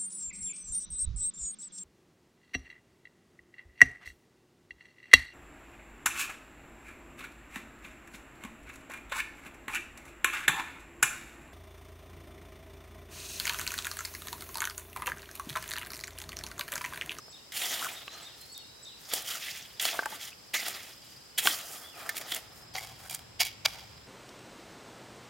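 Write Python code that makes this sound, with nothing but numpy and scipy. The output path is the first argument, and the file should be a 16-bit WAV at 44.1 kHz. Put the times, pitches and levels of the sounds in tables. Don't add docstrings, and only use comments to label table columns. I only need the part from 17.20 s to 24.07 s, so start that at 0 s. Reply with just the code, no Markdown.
import sys
import numpy as np
from scipy import signal
from scipy.fft import rfft, irfft, next_fast_len
from scipy.io import wavfile

SR = 44100
rng = np.random.default_rng(int(sys.argv[2]) if len(sys.argv) > 2 else 0)


def to_wav(sig):
    pcm = np.clip(np.atleast_2d(sig), -1, 1) * 32767
    pcm = np.round(pcm).astype(np.int16)
    wavfile.write(sys.argv[1], SR, pcm.T)


N = 302958
T = np.arange(N) / SR
STEP_BACK_S, STEP_BACK_TAKES_S = 5.27, 0.38


# start, push, hold and time to fade 20 dB in seconds, then hollow body, blade rasp and
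# fine sand hiss in dB before the mix, blade resonance in Hz.
SHOVEL_STROKES = [(0.316, 0.054, 0.28, 0.22, -45.5, -34, -35, 2870),
                  (0.895, .04, 0.069, .25, -52, -47, -57.5, 3560),
                  (1.156, 0.026, 0.13, .14, -74, -60.5, -57.5, 3660),
                  (1.754, 0.083, 0.059, 2, -59.5, -53.5, -54, 3370),
                  (1.875, 0.078, 0.017, 0.13, -42, -37.5, -37, 3050),
                  (2.04, 0.041, 0.077, 0.16, -50, -36.5, -39, 3100),
                  (2.163, 0.088, .12, 0.16, -60, -40, -45.5, 2600),
                  (2.602, 0.014, 0.059, 0.21, -43, -32, -34, 2780),
                  (2.721, 0.014, 0.034, 0.13, -43, -48, -49, 2500),
                  (2.863, 0.039, 0.059, 0.04, -47.5, -44.5, -47, 2850),
                  (2.972, 0.054, 0.053, 0.05, -56, -43, -45.5, 3300),
                  (3.334, 0.0072, 0.0078, 0.1358, -40, -28.5, -32, 2670),
                  (3.375, 0.096, 0.026, 0.1754, -42.5, -36.5, -39.5, 2520),
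                  (3.577, 0.038, 0.095, 0.11, -58.5, -48.5, -53, 2940),
                  (3.804, 0.046, 0.068, .25, -78.5, -56, -60, 3100),
                  (4.175, 0.011, 0.0075, 0.027, -41.5, -25.5, -25, 3220),
                  (4.201, 0.052, 0.027, 0.183, -36.5, -30.5, -28, 3220),
                  (4.393, 0.089, 0.092, 0.23, -48, -49, -44.5, 2700),
                  (4.725, 0.081, 0.061, 0.56, -44, -48, -50.5, 2340),
                  (4.948, 0.017, 0.0038, 0.06, -51, -42.5, -41, 2540),
                  (5.039, .07, 0.053, 0.09, -48, -40, -41, 2950),
                  (5.325, 0.0355, 0.048, 0.1, -58, -79, -58.5, 2450)]
# time in seconds, hollow body, blade rasp and
# fine sand hiss in dB before a common lift, t60 in seconds.
SHOVEL_CRUNCHES = [(0.32, -65, -33, -39, 0.045), (0.645, -39, -26, -21.5, 0.01),
                   (1.211, -62.5, -53, -39.5, 0.034), (1.378, -52, -38, -26.5, 0.0049),
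                   (1.935, -45.5, -23.5, -19.5, 0.029), (2.596, -58.5, -22, -34, 0.046),
                   (2.652, -25.5, -19, -25.5, 0.016), (2.857, -24.5, -33, -33, 0.023),
                   (3.481, -35, -44, -27, 0.026), (4.255, -23, -21, -24.5, 0.026),
                   (4.891, -45, -28.5, -28.5, 0.032), (4.967, -50, -34, -34, 0.023),
                   (4.977, -43, -32.5, -28.5, 0.05), (5.011, -35, -32.5, -37, 0.045),
                   (5.118, -31.5, -24.5, -31, 0.037), (5.146, -50.5, -51, -26.5, 0.024)]
# centre in Hz, width in Hz, relative level in dB.
SHOVEL_BODY = [(180, 84, -18.5), (380, 250, -8), (695, 211, 4.5), (895, 470, -16.5), (1237, 194, 2.5),
               (1750, 470, -5)]
# centre in Hz, width in Hz, relative level in dB.
SHOVEL_BLADE = [(2066, 380, 3.5), (2596, 330, 1.5), (2850, 2200, 0), (3340, 570, 0), (3840, 180, 0)]
# centre in Hz, width in Hz, relative level in dB.
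SHOVEL_EDGE = [(4770, 1350, 2), (4720, 930, 8.5), (5450, 610, -2.5), (5900, 810, 5)]
# frequency in Hz, relative density in dB per Hz.
SAND_HISS = [(3000, 5), (5500, -35), (7000, 6), (9000, 6.5), (12000, 4.5), (16000, 3)]


def shovel(glide_share=0.34, glide_width_hz=450):
    body, blade, hiss = friction(SHOVEL_STROKES, SHOVEL_CRUNCHES, crunch_db=2.5, rise=0.033)
    coarse = sand(per_s=3500, size_db=3.0, smooth_db=-1.5, judder_db=1.5, judder_rate=130)
    fine = sand(per_s=7000, size_db=5.0, smooth_db=1.5, judder_db=1.5, judder_rate=170)
    share = np.clip(glide_share, 0, 1)
    hollow = resonate(body * coarse, SHOVEL_BODY, 166, 1700, wander_db=2.0)
    rasp = np.sqrt(1 - share) * resonate(blade * coarse, SHOVEL_BLADE, 1660, 4960, wander_db=4.0)
    sing = np.sqrt(share) * gliding(blade * fine, blade_pitch(), glide_width_hz)
    edge = resonate(np.sqrt(blade * hiss) * fine, SHOVEL_EDGE, 3670, 9550, wander_db=5.0)
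    steel = from_db(-3) * hollow + from_db(-2.5) * (rasp + sing) + from_db(-6.5) * edge
    return steel + from_db(0.5) * spray(hiss, fine, SAND_HISS, side_db=-18) + crackle(hiss)


def blade_pitch(wander=0.081, wander_rate=22):
    weights = np.array([stroke(*row[:4]) * from_db(row[5]) for row in SHOVEL_STROKES]) + 1e-9
    resonance_hz = np.array(SHOVEL_STROKES)[:, 7]
    return resonance_hz @ weights / weights.sum(axis=0) * np.exp(wander * drift(wander_rate))


# frequency in Hz, relative density in dB per Hz.
CRACKLE = [(1500, -18), (4000, -7), (9000, 1.5), (16000, 2)]


def crackle(force, per_s=70, db=-60, ring_s=0.00045):
    pops = (rng.random(N) < per_s / SR) * rng.uniform(0.55, 1, N) ** 2
    decaying = signal.lfilter([1], [1, -np.exp(-1 / (ring_s * SR))], pops + 1e-18)
    bursts = decaying * rng.standard_normal(N)
    return from_db(db) * rms_one(coloured(bursts * np.sqrt(force), CRACKLE))


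# start, push, hold and time to fade 20 dB in seconds, then hollow body,
# blade rasp and fine sand hiss in dB before the mix.
TROWEL_STROKES = [(5.535, 0.012, 0.043, 0.2, -47, -39.5, -41.5),
                  (5.74, 0.085, 0.031, 0.25, -55, -51.5, -51.5),
                  (5.893, 0.0061, 0.044, 0.08, -52, -41.5, -41),
                  (6.192, 0.015, 0.0082, .036, -35, -22, -26.5),
                  (6.243, 0.0072, .025, .055, -51.5, -36, -39.5),
                  (6.446, 0.01, 0.0059, 0.0021, -29, -18.5, -26),
                  (6.462, 0.013, 0.01, 0.3, -48, -42.5, -47), (6.52, 0.031, 0.011, -0.44, -64, -45.5, -40)]
# time in seconds, hollow body, blade rasp and
# fine sand hiss in dB before a common lift, t60 in seconds.
TROWEL_CRUNCHES = [(5.549, -32.5, -26, -47, 0.059), (5.897, -60, -27.5, -25.5, 0.015),
                   (5.908, -40, -33, -26, 0.02), (5.947, -55, -37, -24.5, 0.014),
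                   (6.25, -50, -26, -24, 0.022)]
# centre in Hz, width in Hz, relative level in dB.
TROWEL_BODY = [(570, 90, -15), (775, 93, 15.5), (913, 95, 8.5), (1080, 142, 3), (1320, 530, 3)]
# centre in Hz, width in Hz, relative level in dB.
TROWEL_BLADE = [(1880, 90, -21), (2250, 31, 9), (2400, 80, 10.5), (2640, 120, 3.5), (2870, 300, 5),
                (3250, 340, 9), (3890, 460, 5), (4500, 340, 1.5), (4720, 200, 7), (5450, 240, -3),
                (6000, 3300, -5.5)]


def trowel():
    body, blade, hiss = friction(TROWEL_STROKES, TROWEL_CRUNCHES, crunch_db=3.5, rise=.06)
    grains = sand(per_s=7400, size_db=4.0, smooth_db=-4.5, judder_db=3.2, judder_rate=290)
    # (Hz, dB per Hz)
    hiss_spectrum = [(3000, -35), (5500, 8), (7000, 16.5), (9000, 16.0), (12000, 11.5), (16000, 10.0)]
    hollow = resonate(body * grains, TROWEL_BODY, 320, 3300, wander_db=3.5)
    rasp = resonate(blade * grains, TROWEL_BLADE, 1700, 8500, wander_db=1.4)
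    return from_db(-1.5) * (hollow + rasp) + spray(hiss, grains, hiss_spectrum, side_db=-14)


# loudest moment in seconds, half length in seconds,
# central pitch in Hz, level in dB before the mix.
CATCHES = [(0.442, .0097, 3426, -34), (0.649, .027, 1292, -34), (0.692, 0.0099, 2490, -36.5),
           (2.137, .058, 1318, -47), (2.26, 0.032, 2570, -42.5), (2.747, .018, 950, -40.5),
           (3.125, .011, 2690, -46), (3.391, 0.028, 2011, -39), (5.13, .025, 3300, -40.5),
           (5.581, .025, 2172, -46), (6.212, .01, 2350, -30.5), (6.461, 0.00803, 2400, -23.5)]
CATCH_STRAY_HZ = 139.7


def catches(chatter_db=5.5, chatter_rate=260):
    out, stray = np.zeros(N), drift(500)
    chatter = rms_one(from_db(chatter_db * drift(chatter_rate)))
    for s, half, hz, db in CATCHES:
        near = np.abs(T - s) < 3 * half
        phase = 2 * np.pi * np.cumsum(hz + CATCH_STRAY_HZ * stray[near]) / SR
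        swell = from_db(db) * np.exp(-((T[near] - s) / half) ** 2)
        out[near] += swell * chatter[near] * np.sqrt(2) * np.sin(phase)
    return out


# time in seconds, peak in dB before the bass cut and mix,
# centre of the excited modes in Hz, their spread in octaves, ring t60 in seconds.
KNOCKS = [(0.082, -38, 704, 0.59, 0.026), (0.879, -32, 1130, 0.19, 0.029), (0.880, -25, 2730, 0.096, 0.013),
          (1.935, -24, 560, 0.26, 0.022), (2.791, -15.5, 950, 0.53, 0.031), (2.825, -27, 880, 0.22, 0.014),
          (2.832, -29, 1100, 0.56, 0.045), (2.858, -21.5, 1360, 0.35, 0.027),
          (2.864, -27, 915, 0.17, 0.046), (2.926, -30.5, 870, 0.18, 0.042), (4.272, -5, 2610, 1.15, 0.004),
          (4.273, -12, 1255, 0.17, 0.025), (4.892, -22.5, 1840, 0.11, 0.046)]
# frequency in Hz, usual relative level in dB.
SHOVEL_MODES = [(340, -10), (520, -2), (690, -0.5), (880, -5), (1157, -4), (1380, -6), (1570, 9), (1770, 1),
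                (2130, 8), (2700, 10.5), (3050, 12.5), (3390, 14), (4156, 7), (5184, 7), (5860, -17.5)]


def knocks():
    out, age = np.zeros(N), T[:SR // 4]
    hz, mode_db = np.transpose(SHOVEL_MODES)
    for s, db, centre, spread, t60 in KNOCKS:
        excited = np.exp(-.5 * (np.log2(hz / centre) / spread) ** 2)
        strength = from_db(mode_db + rng.standard_normal(len(hz))) * excited
        signed = strength * rng.choice([-1, 1], len(hz))
        ring = signed @ np.sin(2 * np.pi * hz[:, None] * age) * from_db(-60 * age / t60)
        i = int(s * SR)
        out[i:i + len(age)] += from_db(db) * ring / np.abs(ring).max()
    return signal.sosfilt(signal.butter(2, 300, "high", fs=SR, output="sos"), out + 1e-18)


SAG_DB_PER_S = 15.5
BODY_FOLLOWS, HISS_FOLLOWS = 0.97, 1.144
UNEVEN_DB, UNEVEN_PER_S = 0.88, 45
LOAD_DB_PER_S = 31.5


def friction(strokes, crunches, crunch_db, rise):
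    power, follows = np.zeros((3, N)), np.array([[BODY_FOLLOWS], [1], [HISS_FOLLOWS]])
    for start, push, hold, fade, body_db, blade_db, hiss_db, *_ in strokes:
        levels = from_db([[body_db], [blade_db], [hiss_db]])
        force = levels * stroke(start, push, hold, fade) ** follows
        force[0] *= from_db(LOAD_DB_PER_S * np.clip(T - start - push, 0, hold))
        power += force ** 2
    power *= from_db(UNEVEN_DB * drift(UNEVEN_PER_S)) ** 2
    age = T[:SR // 4]
    for s, body_db, blade_db, hiss_db, t60 in crunches:
        burst = (1 - np.exp(-age / (rise * t60))) * from_db(crunch_db - 60 * age / t60)
        levels = from_db([[body_db], [blade_db], [hiss_db]])
        i = int(s * SR)
        power[:, i:i + len(age)] += (levels * burst)[:, :N - i] ** 2
    return np.sqrt(power)


def stroke(start, push, hold, fade):
    force = np.zeros(N)
    near = (T > start) & (T < start + push + hold + 3 * fade)
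    held = T[near] - start - push
    sag_db = SAG_DB_PER_S * np.clip(held, 0, hold)
    fade_db = 20 * np.maximum(held - hold, 0) / fade
    force[near] = np.minimum(1 + held / push, 1) * from_db(-sag_db - fade_db)
    return force


def sand(per_s, size_db, smooth_db, judder_db, judder_rate):
    sizes = from_db(size_db * np.minimum(rng.exponential(1, N), 4.5)) * rng.choice([-1, 1], N)
    grains = rms_one(sizes * (rng.random(N) < per_s / SR))
    rub = from_db(smooth_db) * rng.standard_normal(N)
    return rms_one((grains + rub) * from_db(judder_db * drift(judder_rate)))


def spray(force, grains, spectrum, side_db):
    side = from_db(side_db) * sand(per_s=6000, size_db=3.5, smooth_db=-3, judder_db=1.0, judder_rate=300)
    return coloured(force * (grains + side * [[1], [-1]]), spectrum)


# seconds after its start, pitch in Hz before a slight waver, relative level in dB.
CHIRP = [(0, 7260, -11), (.007, 7950, 1.5), (0.018, 7850, -5.5), (.026, 5500, -3), (0.03, 3750, 2.5),
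         (.036, 3560, -4.5), (.048, 3780, 5), (.064, 3380, -8), (.08, 3050, -17), (.115, 2740, -12.5)]
# start in seconds, level in dB, added to the chirp's own.
CHIRPS = [(0.099, -52.5), (0.724, -49), (1.022, -50), (1.321, -48.5), (1.626, -49)]
# start in seconds, length in seconds, first and last pitch in Hz
# before the waver, level in dB before a common uneven trim.
WHISTLES = [(-.15, 0.4, 5278, 5250, -54), (.78, 0.31, 3770, 4120, -50), (1.178, .31, 4140, 4404, -49),
            (1.43, 0.13, 3865, 3910, -50.5), (1.565, 0.226, 3830, 3980, -50),
            (4.629, 0.058, 3240, 3450, -40), (4.685, .15, 3550, 2410, -49.5)]
WHISTLE_WAVER = 0.012


def birds():
    chirps = sum(note([(s + t, hz, db + level) for t, hz, level in CHIRP]) for s, db in CHIRPS)
    whistles = sum(whistle(*row) for row in WHISTLES)
    return chirps + whistles * from_db(2.5 * drift(40) - 4.5)


def whistle(start, length, first_hz, last_hz, db, swell_db=13):
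    middle, end = start + length / 2, start + length
    rows = [(start, first_hz, db - swell_db), (middle, last_hz, db), (end, last_hz, db - swell_db)]
    return note(rows, waver=WHISTLE_WAVER)


def note(rows, waver=0.0032):
    hz, db = in_time(rows)
    phase = 2 * np.pi * np.cumsum(hz * (1 + waver * drift(120))) / SR
    return np.sqrt(2) * from_db(db) * during(rows, fade=0.0066) * np.sin(phase)


# centre in Hz, nominal width in Hz before the filters set it, level in dB.
CHORUS = [(5152, 620, -62), (7520, 490, -66)]
# time in seconds, level in dB.
INSECT = [(0, -69), (3.2, -62.5), (3.8, -61), (5.5, -61), (6.0, -76), (6.87, -62)]
INSECT_HZ = 4930


def insects(pulses_per_s=20, sweep_hz=130):
    chorus = 0
    for hz, width, db in CHORUS:
        band = resonance(hz, width * 1.2)
        once = signal.lfilter(*band, wide_noise(side_db=0.5))
        chorus = chorus + from_db(db) * rms_one(signal.lfilter(*band, once))
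    db, = in_time(INSECT)
    cycle = np.cumsum(pulses_per_s * (1 + .16 * drift(14))) / SR % 1
    pitch = INSECT_HZ + sweep_hz * (2 * cycle - 1) + 110 * drift(400) + 50 * drift(4)
    pulse = np.sin(np.pi * cycle) ** 2 * from_db(2.04 * drift(130) + 0.98 * drift(12))
    return chorus + from_db(db) * rms_one(pulse * np.sin(2 * np.pi * np.cumsum(pitch) / SR))


HUM_HZ, HUM_DB, HUM_SWELL_S = 107, -63, 0.81


def far_hum(waver=0.029, flutter_db=-2.0):
    phase = 2 * np.pi * np.cumsum(HUM_HZ * (1 + waver * drift(120))) / SR
    swell = np.clip((T - STEP_BACK_S) / HUM_SWELL_S, 0, 1)
    return swell * from_db(HUM_DB + flutter_db * drift(12)) * np.sqrt(2) * np.sin(phase)


# frequency in Hz, relative density in dB per Hz.
RUMBLE = [(12, -78), (20, -55), (35, -16), (54, -3), (81, -3), (113, -0.5), (216, -12), (250, -20),
          (320, -30), (550, -120)]
# frequency in Hz, relative density in dB per Hz.
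AIR = [(120, -4.5), (200, -6), (403, -6.5), (637, -8.5), (679, -10.5), (844, -9), (1240, -11), (1550, -12),
       (4200, -14.5), (5460, -62), (9240, -120)]
# rumble in dB, air in dB, high hiss in dB.
BACKGROUND = [(-67, -57.5, -58.5), (-59, -56, -63)]


def open_air():
    close, back = BACKGROUND
    leave, arrive = STEP_BACK_S - STEP_BACK_TAKES_S / 2, STEP_BACK_S + STEP_BACK_TAKES_S / 2
    rumble, air, hiss = from_db(in_time([(leave, *close), (arrive, *back)]))
    # (Hz, dB per Hz)
    high = [(2500, -41), (4500, 10.0), (7000, 1.5), (10000, -0.5), (16000, -3.5)]
    out = rumble * coloured(wide_noise(side_db=-28), RUMBLE)
    out = out + air * coloured(wide_noise(side_db=-1.5), AIR)
    return out + hiss * coloured(wide_noise(side_db=0.0), high)


def scattered(x, t60, delay, top_hz):
    age = T[:SR // 2]
    response = rng.standard_normal((2, len(age))) * from_db(-60 * age / t60) * (age > delay)
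    response = signal.lfilter(*signal.butter(1, min(top_hz, .45 * SR), fs=SR), response)
    response = response / np.linalg.norm(response, axis=1, keepdims=True)
    return signal.oaconvolve(x[None], response, axes=1)[:, :N]


def wide_noise(side_db):
    mid, side = rng.standard_normal((2, N))
    return rms_one(mid + from_db(side_db) * side * [[1], [-1]])


def coloured(x, spectrum):
    hz, db = np.transpose(spectrum)
    size = next_fast_len(N)
    f = np.fft.rfftfreq(size, 1 / SR) + 1
    gain = from_db(np.interp(np.log(f), np.log(hz), db, left=-100))
    return irfft(rfft(x, size) * rms_one(gain), size)[..., :N]


def resonate(x, modes, low_hz, high_hz, wander_db, wander_rate=35):
    band = signal.butter(2, [low_hz, min(high_hz, .45 * SR)], "band", fs=SR, output="sos")
    click = signal.sosfilt(band, signal.unit_impulse(2 ** 12))
    x, out, response = signal.sosfilt(band, x + 1e-18), 0, 0
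    for hz, width, db in modes:
        level = from_db(db + wander_db * drift(wander_rate))
        out = out + level * signal.lfilter(*resonance(hz, width), x + 1e-18)
        response = response + from_db(db) * signal.lfilter(*resonance(hz, width), click)
    return out / np.linalg.norm(response)


def gliding(x, hz, width, size=128):
    out, state = np.zeros(N), np.zeros(2)
    for i in range(0, N, size):
        out[i:i + size], state = signal.lfilter(*resonance(hz[i], width), x[i:i + size] + 1e-18, zi=state)
    return out * np.sqrt(SR / (np.pi * width))


def resonance(hz, width):
    r = np.exp(-np.pi * width / SR)
    return (1 - r * r) / 2 * np.array([1, 0, -1]), [1, -2 * r * np.cos(2 * np.pi * hz / SR), r * r]


def drift(rate):
    size = int(N / SR * 1000)
    return rms_one(np.interp(T * rate, np.arange(size), rng.standard_normal(size)))


def in_time(rows):
    s, *columns = np.transpose(rows)
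    return [np.interp(T, s, c) for c in columns]


def during(rows, fade=0.0019):
    return np.clip(np.minimum(T - rows[0][0], rows[-1][0] - T) / fade + 1, 0, 1)


def from_db(db):
    return 10 ** (np.asarray(db) / 20)


def rms_one(x):
    return x / np.sqrt(np.mean(x ** 2) + 1e-20)


def scene():
    work, song = shovel() + trowel() + catches() + knocks(), birds()
    middle = work.mean(axis=0)
    stones = from_db(-15.5) * scattered(middle, t60=0.0053, delay=0.00035, top_hz=16200)
    yard = from_db(-24.5) * scattered(middle, t60=0.8, delay=0.011, top_hz=4120)
    trees = from_db(-4.5) * scattered(song, t60=0.51, delay=0.0027, top_hz=7000)
    foreground = work * from_db([[-1.0], [-.1]]) + stones + yard
    return foreground + from_db(-0.5) * song + trees + insects() + far_hum() + open_air()


CUTOFF_HZ = 15900


def record(dry):
    return signal.sosfilt(signal.ellip(12, .1, 80, CUTOFF_HZ, fs=SR, output="sos"), dry)


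dry = scene()
out = record(dry)
to_wav(out)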